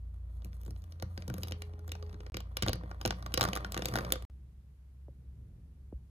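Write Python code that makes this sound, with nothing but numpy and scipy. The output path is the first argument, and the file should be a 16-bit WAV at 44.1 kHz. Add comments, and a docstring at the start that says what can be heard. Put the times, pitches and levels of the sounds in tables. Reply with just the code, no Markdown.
"""A spoon clinks and rattles round a tall glass of milky iced coffee, then two dull bumps follow.
Spoon and ice knock the glass, and the thick drink stops its ringing fast. Each knock also thumps
through the desk to a phone leaning on it, while ice and drink rub and fizz along the glass wall.
Low hums, a whine, rumble and faint hiss lie below. Twice the sound drops to silence for a moment."""
import sys
import numpy as np
from scipy import signal
from scipy.fft import rfft, irfft
from scipy.io import wavfile
from scipy.ndimage import uniform_filter1d

SR = 44100
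rng = np.random.default_rng(int(sys.argv[2]) if len(sys.argv) > 2 else 0)


def generate_wav(sig):
    """Save sig (samples, or channels by samples) to the path in sys.argv[1] as 16-bit PCM at SR."""
    pcm = np.round(np.clip(np.atleast_2d(sig).T, -1, 1) * 32767).astype(np.int16)
    wavfile.write(sys.argv[1], SR, pcm)


N = 272229
T = np.arange(N) / SR

# Spoon and ice hitting the glass:
# start_s, clink_db, tick_db, body_db, desk_db, clink_pitch_hz, body_pitch_hz
GLASS_KNOCKS = [(0.42, -60.5, -83, -61, -65, 3380.0, 530.0), (0.446, -51, -49, -63, -52.5, 2900.0, 590.0),
                (0.456, -72, -63, -55, -49.5, 1940.0, 500), (0.53, -57.5, -77, -67, -65.0, 2620.0, 1410.0),
                (0.614, -65, -57, -61, -68, 3210.0, 500.0), (0.633, -65, -56.5, -64, -62, 2490.0, 560.0),
                (0.65, -66, -57, -66, -67, 4830.0, 670.0), (0.662, -58, -56, -53.5, -53, 3170, 500.0),
                (0.679, -69, -61, -50, -46.5, 4920.0, 515), (0.707, -53.5, -53.5, -59, -52, 4560, 520.0),
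                (0.762, -60, -83, -62, -63, 3440, 780.0), (0.82, -65, -64, -75, -80, 4740.0, 500),
                (0.84, -61, -58, -78, -72, 1910.0, 580.0), (0.922, -52.5, -59.5, -71, -74, 4530, 1370.0),
                (0.999, -52, -67, -59, -61.0, 4360.0, 500), (1.024, -42, -41.5, -40, -40.5, 2040, 490),
                (1.176, -41.5, -55, -45.5, -47.5, 4486, 500), (1.222, -47.5, -72, -53, -59, 1980.0, 610.0),
                (1.279, -46.5, -45.5, -46, -40.5, 4530, 500), (1.299, -48, -50, -39.5, -37.5, 1980, 504),
                (1.34, -44.5, -44, -44, -47, 3330, 500), (1.381, -49, -46, -43.5, -46.5, 2000.0, 496),
                (1.422, -55, -58, -57, -51, 3640, 500), (1.433, -34, -39.5, -52, -43.5, 3660, 500),
                (1.448, -57, -66, -51, -60, 3130.0, 500), (1.472, -57, -52, -48.5, -63, 3170.0, 500),
                (1.483, -44, -46, -50, -67, 3520.0, 500), (1.51, -50, -50, -46, -53, 2940.0, 500),
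                (1.521, -35, -50, -46.5, -45.5, 3470, 500), (1.62, -39.5, -45, -52, -62, 2947, 500),
                (1.736, -60, -82, -67, -54.5, 2850, 500), (1.792, -63.5, -61, -56.5, -65, 4590.0, 500),
                (1.878, -60.5, -48.5, -50.5, -54, 4735, 500), (1.892, -50, -59, -55, -63, 3350.0, 500),
                (1.918, -36, -42, -48, -55, 3000, 500), (1.952, -48.5, -60, -47, -53.5, 1915, 670.0),
                (2.026, -49, -74, -45.5, -66, 4470, 498), (2.064, -59.5, -86, -64, -72, 2193, 500),
                (2.095, -57, -86, -59, -70.0, 2840, 500), (2.128, -57.5, -68, -62, -52, 3340.0, 500),
                (2.143, -57, -81, -49.5, -50, 1920, 660.0), (2.204, -51.5, -84, -50, -56, 2900, 500),
                (2.264, -49.5, -70, -48, -76, 2710.0, 492), (2.343, -36.5, -62, -42.5, -43, 2330, 500.0),
                (2.369, -34, -42.5, -40, -53, 3530, 500.0), (2.404, -44.5, -51, -49, -56, 3290.0, 1130.0),
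                (2.569, -29.5, -32.5, -39, -70, 3070.0, 506),
                (2.623, -26, -30.5, -35.5, -34.5, 4070.0, 920.0),
                (2.632, -32.5, -49, -37, -61, 2790.0, 520.0), (2.663, -46.5, -45, -33.5, -45, 2833, 1510.0),
                (2.676, -43, -45, -33.5, -36.5, 4030.0, 500), (2.683, -25.5, -44, -33, -33, 4150, 500),
                (2.693, -35, -40, -31, -42, 3062, 660.0), (2.731, -30.5, -36.5, -42, -41, 4460, 1590.0),
                (2.756, -60.5, -52.5, -42, -57, 3120.0, 500), (2.835, -68, -69, -44.5, -49, 2970.0, 494),
                (2.913, -49, -67, -43, -59.0, 2650, 1120.0), (3.013, -40, -49.5, -43, -61, 2937, 1140.0),
                (3.052, -26, -47.5, -27.5, -39, 2920, 500.0), (3.059, -34, -32, -33, -39, 2800.0, 500.0),
                (3.076, -37, -39.5, -39.5, -43, 4454, 520.0), (3.107, -29, -50.5, -31.5, -45, 3010, 1570.0),
                (3.124, -54.5, -61.5, -43, -54.5, 3965, 730.0),
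                (3.225, -48, -55.5, -48.5, -67, 4080.0, 1140.0), (3.262, -42, -46, -39, -65, 3806, 1150.0),
                (3.321, -52, -61, -50, -63, 2926, 1160.0), (3.34, -25.5, -29, -36.5, -53, 3590, 494),
                (3.375, -24, -33.5, -26.5, -38.0, 3750, 500.0),
                (3.396, -50, -45, -34.5, -49.5, 4060.0, 940.0),
                (3.41, -24, -27.5, -25.5, -45.5, 4520, 930.0), (3.416, -25, -45.5, -29.5, -61, 3680.0, 500),
                (3.428, -30, -34.5, -31, -50.0, 2790, 1040.0),
                (3.438, -33.5, -32, -30, -48, 4070.0, 1120.0),
                (3.451, -36.5, -39, -27, -52.5, 4150, 1150.0), (3.476, -45, -51, -36.5, -47.0, 4106, 510.0),
                (3.487, -40.5, -48, -38, -56.5, 4000, 1140.0),
                (3.532, -30.5, -42, -35.5, -56.0, 2960, 500.0),
                (3.553, -37, -36.5, -44.5, -61, 3840, 550.0), (3.562, -42.5, -39, -33, -64, 3690.0, 1130.0),
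                (3.572, -42.5, -43, -35, -56.5, 3760.0, 1450.0),
                (3.646, -37.5, -63, -35.5, -62, 2907, 1520.0), (3.721, -39.5, -37, -52, -70, 3850, 500),
                (3.744, -34.5, -43.5, -40, -57.5, 2900, 1180.0), (3.766, -44, -59, -32, -50.5, 2970, 500),
                (3.776, -32, -40.5, -34, -46, 2840, 520.0), (3.792, -47, -51.5, -34.5, -47, 1910.0, 520.0),
                (3.821, -34, -46.5, -38, -46, 2920.0, 710.0),
                (3.847, -44.5, -54, -45.5, -63, 3630.0, 510.0),
                (3.856, -28, -30.5, -37.5, -58.5, 4450, 500), (3.884, -38.5, -39.5, -39, -56, 3010, 520.0),
                (3.923, -53.5, -57, -48, -65, 3070, 1220.0),
                (3.938, -38.5, -43, -33.5, -49.5, 1990.0, 500.0),
                (3.956, -33, -37.5, -27.5, -58, 5170.0, 1430.0),
                (3.964, -38, -40, -37.5, -54.0, 4360, 520.0), (3.974, -40.5, -50, -32, -44.5, 3130, 510.0),
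                (3.986, -36.5, -42, -31.5, -47, 1903, 530.0), (4.008, -44.5, -53.5, -37, -62, 1917, 540.0),
                (4.048, -40.5, -55.5, -39, -63.5, 2010.0, 496.4),
                (4.104, -46, -57, -42.5, -55, 1960, 500.0), (4.122, -23, -19.5, -34, -60, 3990, 510.0),
                (4.135, -46, -44, -36, -57.5, 4110, 500.0),
                (4.156, -45, -51.5, -38.5, -66.5, 3750.0, 540.0),
                (4.223, -52, -54, -49.5, -67.0, 3100, 500)]
# A mode is one pitch at which a thing rings; ring_s is the time it takes to fade by 60 dB.
# Modes of the full glass (low body, bright clink, very high tick): pitch_hz, relative_db, ring_s
BODY_MODES = [(500, 3, .065), (640, -10, .018), (760, -7, .018), (940, 2, .022), (1150, 3, .026),
              (1460, -1, .02), (1650, -9, .012)]
CLINK_MODES = [(2100, -6, .008), (2430, -3, .008), (2950, -2, .008), (3400, -3, .007), (3850, 0, .007),
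               (4500, 3, .007), (5000, 2, .006), (5600, -1, .005)]
TICK_MODES = [(6300, -5, .005), (7300, -1, .005), (8200, -6, .004), (10100, 1, .005), (11000, -6, .004),
              (13000, 2, .005), (14000, -4, .004), (15600, -24, .005)]
# Modes of the desk top: pitch_hz, relative_db, ring_s
DESK_MODES = [(97.5, -7, 0.1), (119.2, 6.5, 0.18), (141, -6.5, 0.11), (178.8, 1, 0.36), (202.7, -3, 0.25),
              (235, -7.5, 0.097), (310.4, -4.5, 0.12), (422, -10, 0.035)]
# Drink and ice washing round the glass: time_s, rub_db, fizz_db
WASH_LEVELS = [(0.0, -79, -91), (0.4, -70.5, -81.5), (0.59, -70.5, -74.5), (1.04, -68.5, -82),
               (1.4, -59, -67), (1.61, -67.5, -78.5), (2.09, -65.5, -80.5), (2.46, -66, -86),
               (2.8, -57.5, -82.5), (3.03, -64, -75.5), (3.18, -58, -75.5), (3.35, -54.5, -68),
               (3.46, -46, -65), (3.79, -57, -68), (3.96, -44.5, -60.5), (4.08, -47.5, -65),
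               (4.2, -63, -75.5), (4.25, -60, -73)]
# Tone colour (how strong each pitch is) of the rubbing and the fizz: pitch_hz, relative_db
RUB_COLOUR = [(300, -28), (500, 5), (900, -1.5), (1500, -3), (1900, -6), (3000, -16), (4500, -29),
              (5500, -34), (8000, -61.5)]
FIZZING_COLOUR = [(2350, -32), (4000, -11), (6390, -12.5), (6700, -13), (8000, -5), (10800, -3.5),
                  (11800, -15.5), (13600, 1), (15800, -35.5), (16500, -53.5)]
# Dull bumps on the desk: start_s, peak_db, top_hz, bottom_hz, panel_relative_db, boom_relative_db
DESK_BUMPS = [(5.081, -46.5, 530, 205, -12.5, -14.5), (5.924, -35.5, 354, 60.3, -23, -0.5)]
# A motor in the house, humming at 2 and 3 times its speed: time_s, turns_per_s, double_db, triple_db
MOTOR_HUM = [(0, 29, -42, -52), (.8, 29.1, -43.5, -48), (.9, 27.3, -63, -47.5), (1.1, 28.7, -52, -43.5),
             (2.05, 27.2, -54, -42.5), (2.2, 28.8, -45, -49), (2.9, 29.2, -43, -49), (3.6, 29.3, -43, -50),
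             (4.25, 29.4, -42.5, -50.5)]
# A low hum after the stirring ends: time_s, pitch_hz, level_db
CLOSING_HUM = [(4.3, 65.76, -48.5), (4.8, 65.6, -52.5), (5.15, 67, -48.5), (5.5, 66.5, -53),
               (5.7, 67.82, -56.5), (6.1, 65.3, -55)]
# A faint whine that swells twice: time_s, pitch_hz, level_db
FAINT_WHINE = [(1.5, 415, -64.5), (1.84, 418, -59.5), (1.9, 421.3, -72), (2.04, 418, -54), (2.3, 418, -70)]
# Tone colour of the low rumble, before its swell: pitch_hz, level_db_per_hz
RUMBLE_COLOUR = [(20, -96.5), (45, -65.5), (100, -74), (130, -71), (200, -83.5), (300, -92), (500, -100),
                 (1000, -120), (3000, -150)]
# Tone colour of a faint hiss with two shallow treble dips: pitch_hz, level_db_per_hz
HISS_COLOUR = [(300, -126), (700, -112), (1200, -114), (2500, -119), (5000, -124), (8500, -126),
               (10300, -122), (11800, -128), (13300, -122), (14300, -125), (14800, -150), (17000, -165)]
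# The slow swell of the rumble: time_s, gain_db
RUMBLE_GAIN = [(0, -12), (2.3, -6), (4.25, -5), (4.3, -8.5), (6.1, -5)]
# Stretches with sound, silent in between: start_s, end_s
HEARD_SPANS = [(0, 2.2995), (2.3205, 4.251), (4.2985, 6.099)]

CONTACT_S, CONTACT_SPREAD = .0011, .25  # how long a knock touches the glass, and how much that varies
BOOM_HZ, BOOM_WIDTH_HZ = 62.4, 28
LEFT_LAG_SAMPLES, LEFT_LOUDER_DB = 13, 1.0
ECHO_DB, ECHO_FADE_S = -3, .002
ROOM_DB, ROOM_RING_S, ROOM_TOP_HZ = -17, .21, 5000


def knocks():
    """Each knock rings the glass (clink, tick and low body) and thumps the desk under it."""
    _, clink_db, tick_db, body_db, desk_db, clink_hz, body_hz = np.transpose(GLASS_KNOCKS)
    contact_s = CONTACT_S * np.exp(CONTACT_SPREAD * rng.standard_normal(len(GLASS_KNOCKS)))
    clink = ring(CLINK_MODES, clink_db, contact_s, scatter_db=.83, detune=.04, size=1400, window=128,
                 favoured_hz=clink_hz)
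    tick = ring(TICK_MODES, tick_db, contact_s, scatter_db=3.7, detune=.04, size=1400, window=128)
    body = ring(BODY_MODES, body_db, contact_s, scatter_db=2.5, detune=.02, size=4000, window=160,
                favoured_hz=body_hz, max_cut_db=13)
    thump = ring(DESK_MODES, desk_db, contact_s, scatter_db=1.1, detune=.03, size=10000, window=1800)
    return clink + tick, body, thump


def ring(modes, levels_db, contact_s, scatter_db, detune, size, window, favoured_hz=None, max_cut_db=9):
    """Every knock is a tiny scrape that sets the modes ringing; size and window count samples."""
    hz, db, ring_s = (np.array(column)[None, :, None] for column in zip(*modes))
    t = np.arange(size) / SR
    chance = rng.standard_normal((len(GLASS_KNOCKS), len(modes), 2))
    swing = np.sin(2 * np.pi * hz * (1 + detune * chance[..., :1]) * t)
    if favoured_hz is not None:
        # the spot that is hit favours the modes near one pitch
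        octaves_away = np.abs(np.log2(hz / favoured_hz[:, None, None]))
        db = db - np.minimum(14 * octaves_away, max_cut_db)
    # a mode that dies faster starts stronger, so db is its share of the energy
    strength = undb(db + scatter_db * chance[..., 1:]) / np.sqrt(ring_s)
    rings = (strength * swing * np.exp(-np.log(1000) * t / ring_s)).sum(axis=1)
    touch = t[:600] / np.clip(contact_s, .0002, .003)[:, None]
    scrape = rng.standard_normal((len(GLASS_KNOCKS), 600)) * np.sqrt(touch) * np.exp(-touch)
    scrape = flatten_colour(scrape) * np.exp(-touch / 3)
    rings = signal.fftconvolve(rings, scrape, axes=1)[:, :size]
    # bring the loudest window of each knock to its level
    loudest = uniform_filter1d(rings ** 2, size=window, axis=1, mode="constant").max(axis=1)
    rings *= (undb(levels_db) / np.sqrt(loudest))[:, None]
    out = np.zeros(N + size)
    for knock, sound in zip(GLASS_KNOCKS, rings):
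        start = int(knock[0] * SR)
        out[start:start + size] += sound
    return out[:N]


def wash(grains_per_s=1200, thud_above_rub_db=3.5):
    """Ice and drink rub the wall in many tiny grains of sound, and thud dully through the desk."""
    hits = rng.random(N) < grains_per_s / SR
    grains = hits * rng.standard_normal(N) * undb(np.minimum(3.8 * rng.exponential(size=N), 18))
    smear = rng.standard_normal(200) * np.exp(-np.arange(200) / SR / .0016)
    grains = signal.fftconvolve(grains, smear)[:N]
    grains = grains / grains.std() + .5 * rng.standard_normal(N)
    thud = sum(undb(db) * band(rng.standard_normal(N), hz * .95, hz * 1.05) for hz, db, _ in DESK_MODES)
    thud = thud / thud.std() * undb(curve(WASH_LEVELS) + thud_above_rub_db)
    rub = coloured(grains, RUB_COLOUR)
    rub = rub / rub.std() * undb(curve(WASH_LEVELS))
    fizz = coloured(grains, FIZZING_COLOUR) * undb(12 * wander(40))  # it comes in bursts
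    fizz = fizz / fizz.std() * undb(curve(WASH_LEVELS, column=2))
    stirring = T < WASH_LEVELS[-1][0]
    return stirring * (rub + fizz), stirring * thud


def bumps():
    """Soft blows on the desk: a small panel of it rings briefly and the whole top booms."""
    out = np.zeros(N)
    for start_s, peak_db, top_hz, bottom_hz, panel_db, boom_db in DESK_BUMPS:
        blow = np.zeros(N)
        blow[int(start_s * SR)] = 1
        thud = band(band(blow, bottom_hz, top_hz), bottom_hz / 2, 2 * top_hz)
        panel = band(blow, 508, 572)
        boom = band(blow, BOOM_HZ - BOOM_WIDTH_HZ / 2, BOOM_HZ + BOOM_WIDTH_HZ / 2)
        bump = at_peak(thud, 0) + at_peak(boom, boom_db) + at_peak(panel, panel_db)
        out += at_peak(through_desk(bump, lag_at_1khz_s=.00161), peak_db)
    return out


def through_desk(x, lag_at_1khz_s=.001604):
    """Sound crosses the desk as bending waves: the lower the pitch, the later it arrives."""
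    hz = np.fft.rfftfreq(N, 1 / SR)
    lag_s = lag_at_1khz_s * (np.maximum(hz, 30) / 1000) ** -.78
    return irfft(rfft(x) * np.exp(-2j * np.pi * np.cumsum(lag_s) * hz[1]), N)


def through_air(air):
    """Sound reaches the nearer, right microphone first; desk and shelves add quick echoes to each side."""
    t = np.arange(400) / SR
    path = rng.standard_normal((2, 400)) * np.exp(-t / ECHO_FADE_S) * (t > .0004)
    path *= undb(ECHO_DB) / np.sqrt((path ** 2).sum(axis=1, keepdims=True))
    path[:, 0] = 1  # the direct sound
    path = flatten_colour(path) * np.exp(-t / ECHO_FADE_S / 2)
    left = np.roll(air, LEFT_LAG_SAMPLES) * undb(LEFT_LOUDER_DB / 2)
    right = air * undb(-LEFT_LOUDER_DB / 2)
    return signal.fftconvolve(np.array([left, right]), path, axes=1)[:, :N]


def room(air):
    """A small furnished room adds a short, dull tail of echoes, different left and right."""
    t = np.arange(16000) / SR
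    fade = np.exp(-np.log(1000) * t / ROOM_RING_S / 2)  # half the fade, used twice
    echoes = flatten_colour(rng.standard_normal((2, len(t))) * fade)
    tail = band(echoes * fade, 400, ROOM_TOP_HZ)
    tail *= (1 - np.exp(-t / .00033)) / np.sqrt((tail ** 2).sum(axis=1, keepdims=True))
    return signal.fftconvolve(air[None], tail, axes=1)[:, :N]


def hum(table, waver_db, multiple=1, column=2):
    """A tone of wavering loudness at a multiple of the table's pitch, heard only during its times."""
    on = (T >= table[0][0]) & (T <= table[-1][0])
    level = undb(curve(table, column) + waver_db * wander(22))
    phase = 2 * np.pi * multiple * np.cumsum(curve(table)) / SR
    return on * level * np.sqrt(2) * np.sin(phase)


def background():
    """Hums, whine and rumble are nearly alike on both sides; the hiss differs left and right."""
    motor = hum(MOTOR_HUM, 2.5, multiple=2) + hum(MOTOR_HUM, 2.5, multiple=3, column=3)
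    low_hum = hum(CLOSING_HUM, 5)
    whine = hum(FAINT_WHINE, 5) + undb(-16.5) * hum(FAINT_WHINE, 2, multiple=2)
    low_noise = coloured(rng.standard_normal((2, N)), RUMBLE_COLOUR)
    rumble, side_rumble = low_noise * undb(curve(RUMBLE_GAIN) + 4.5 * wander(3))
    width = undb(-22) * side_rumble * np.array([[1], [-1]])  # opposite left and right
    hiss = coloured(rng.standard_normal((2, N)), HISS_COLOUR)
    return motor + low_hum + rumble + width + whine + hiss


def undb(db):
    """Turn decibels into a number to multiply by."""
    return 10 ** (np.asarray(db) / 20)


def at_peak(x, db):
    """Scale a sound so that its peak is at db."""
    return x * undb(db) / np.abs(x).max()


def curve(table, column=1):
    """Join a column's values with straight lines over time."""
    rows = np.array(table)
    return np.interp(T, rows[:, 0], rows[:, column])


def wander(steps_per_s):
    """A smooth random wobble around zero."""
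    hold = int(SR / steps_per_s)
    steps = np.repeat(rng.standard_normal(N // hold + 1), hold)
    return .51 * uniform_filter1d(uniform_filter1d(steps, hold), hold)[:N]


def band(x, low_hz, high_hz):
    """Keep the pitches between low_hz and high_hz."""
    edges_hz = [low_hz, min(high_hz, .45 * SR)]
    return signal.sosfilt(signal.butter(2, edges_hz, "band", fs=SR, output="sos"), x)


def coloured(noise, colour):
    """Give noise the tone colour in a table."""
    table_hz, table_db = np.transpose(colour)
    hz = np.maximum(np.fft.rfftfreq(N, 1 / SR), 1)
    gain = undb(np.interp(np.log(hz), np.log(table_hz), table_db))
    return irfft(rfft(noise) * gain * np.sqrt(SR / 2), N)


def flatten_colour(x):
    """Make all pitches equally strong while keeping roughly the same timing."""
    spectrum = rfft(x)
    return irfft(spectrum / np.abs(spectrum), x.shape[-1])


def scene():
    """The stirring reaches the phone through both air and desk, over the background."""
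    clink, body, thump = knocks()
    swish, thud = wash()
    air = clink + undb(.5) * body + swish
    desk = through_desk(thump + undb(-5.5) * body) + thud
    shaking = desk * undb([[.3], [-.3]])  # the left end of the phone shakes a little more
    return through_air(air) + undb(ROOM_DB) * room(air) + shaking + bumps() + background()


def record(dry):
    """The microphones lose the deepest bass and highest treble; silence falls twice and at the end."""
    heard = signal.sosfilt(signal.butter(3, 32, "high", fs=SR, output="sos"), dry)
    heard = signal.sosfilt(signal.butter(3, 14800, "low", fs=SR, output="sos"), heard)
    sound_on = sum((T >= start_s) & (T < end_s) for start_s, end_s in HEARD_SPANS)
    steep_top_cut = signal.ellip(8, .2, 70, 16300, fs=SR, output="sos")
    return signal.sosfilt(steep_top_cut, heard * sound_on)


dry = scene()
out = record(dry)
generate_wav(out)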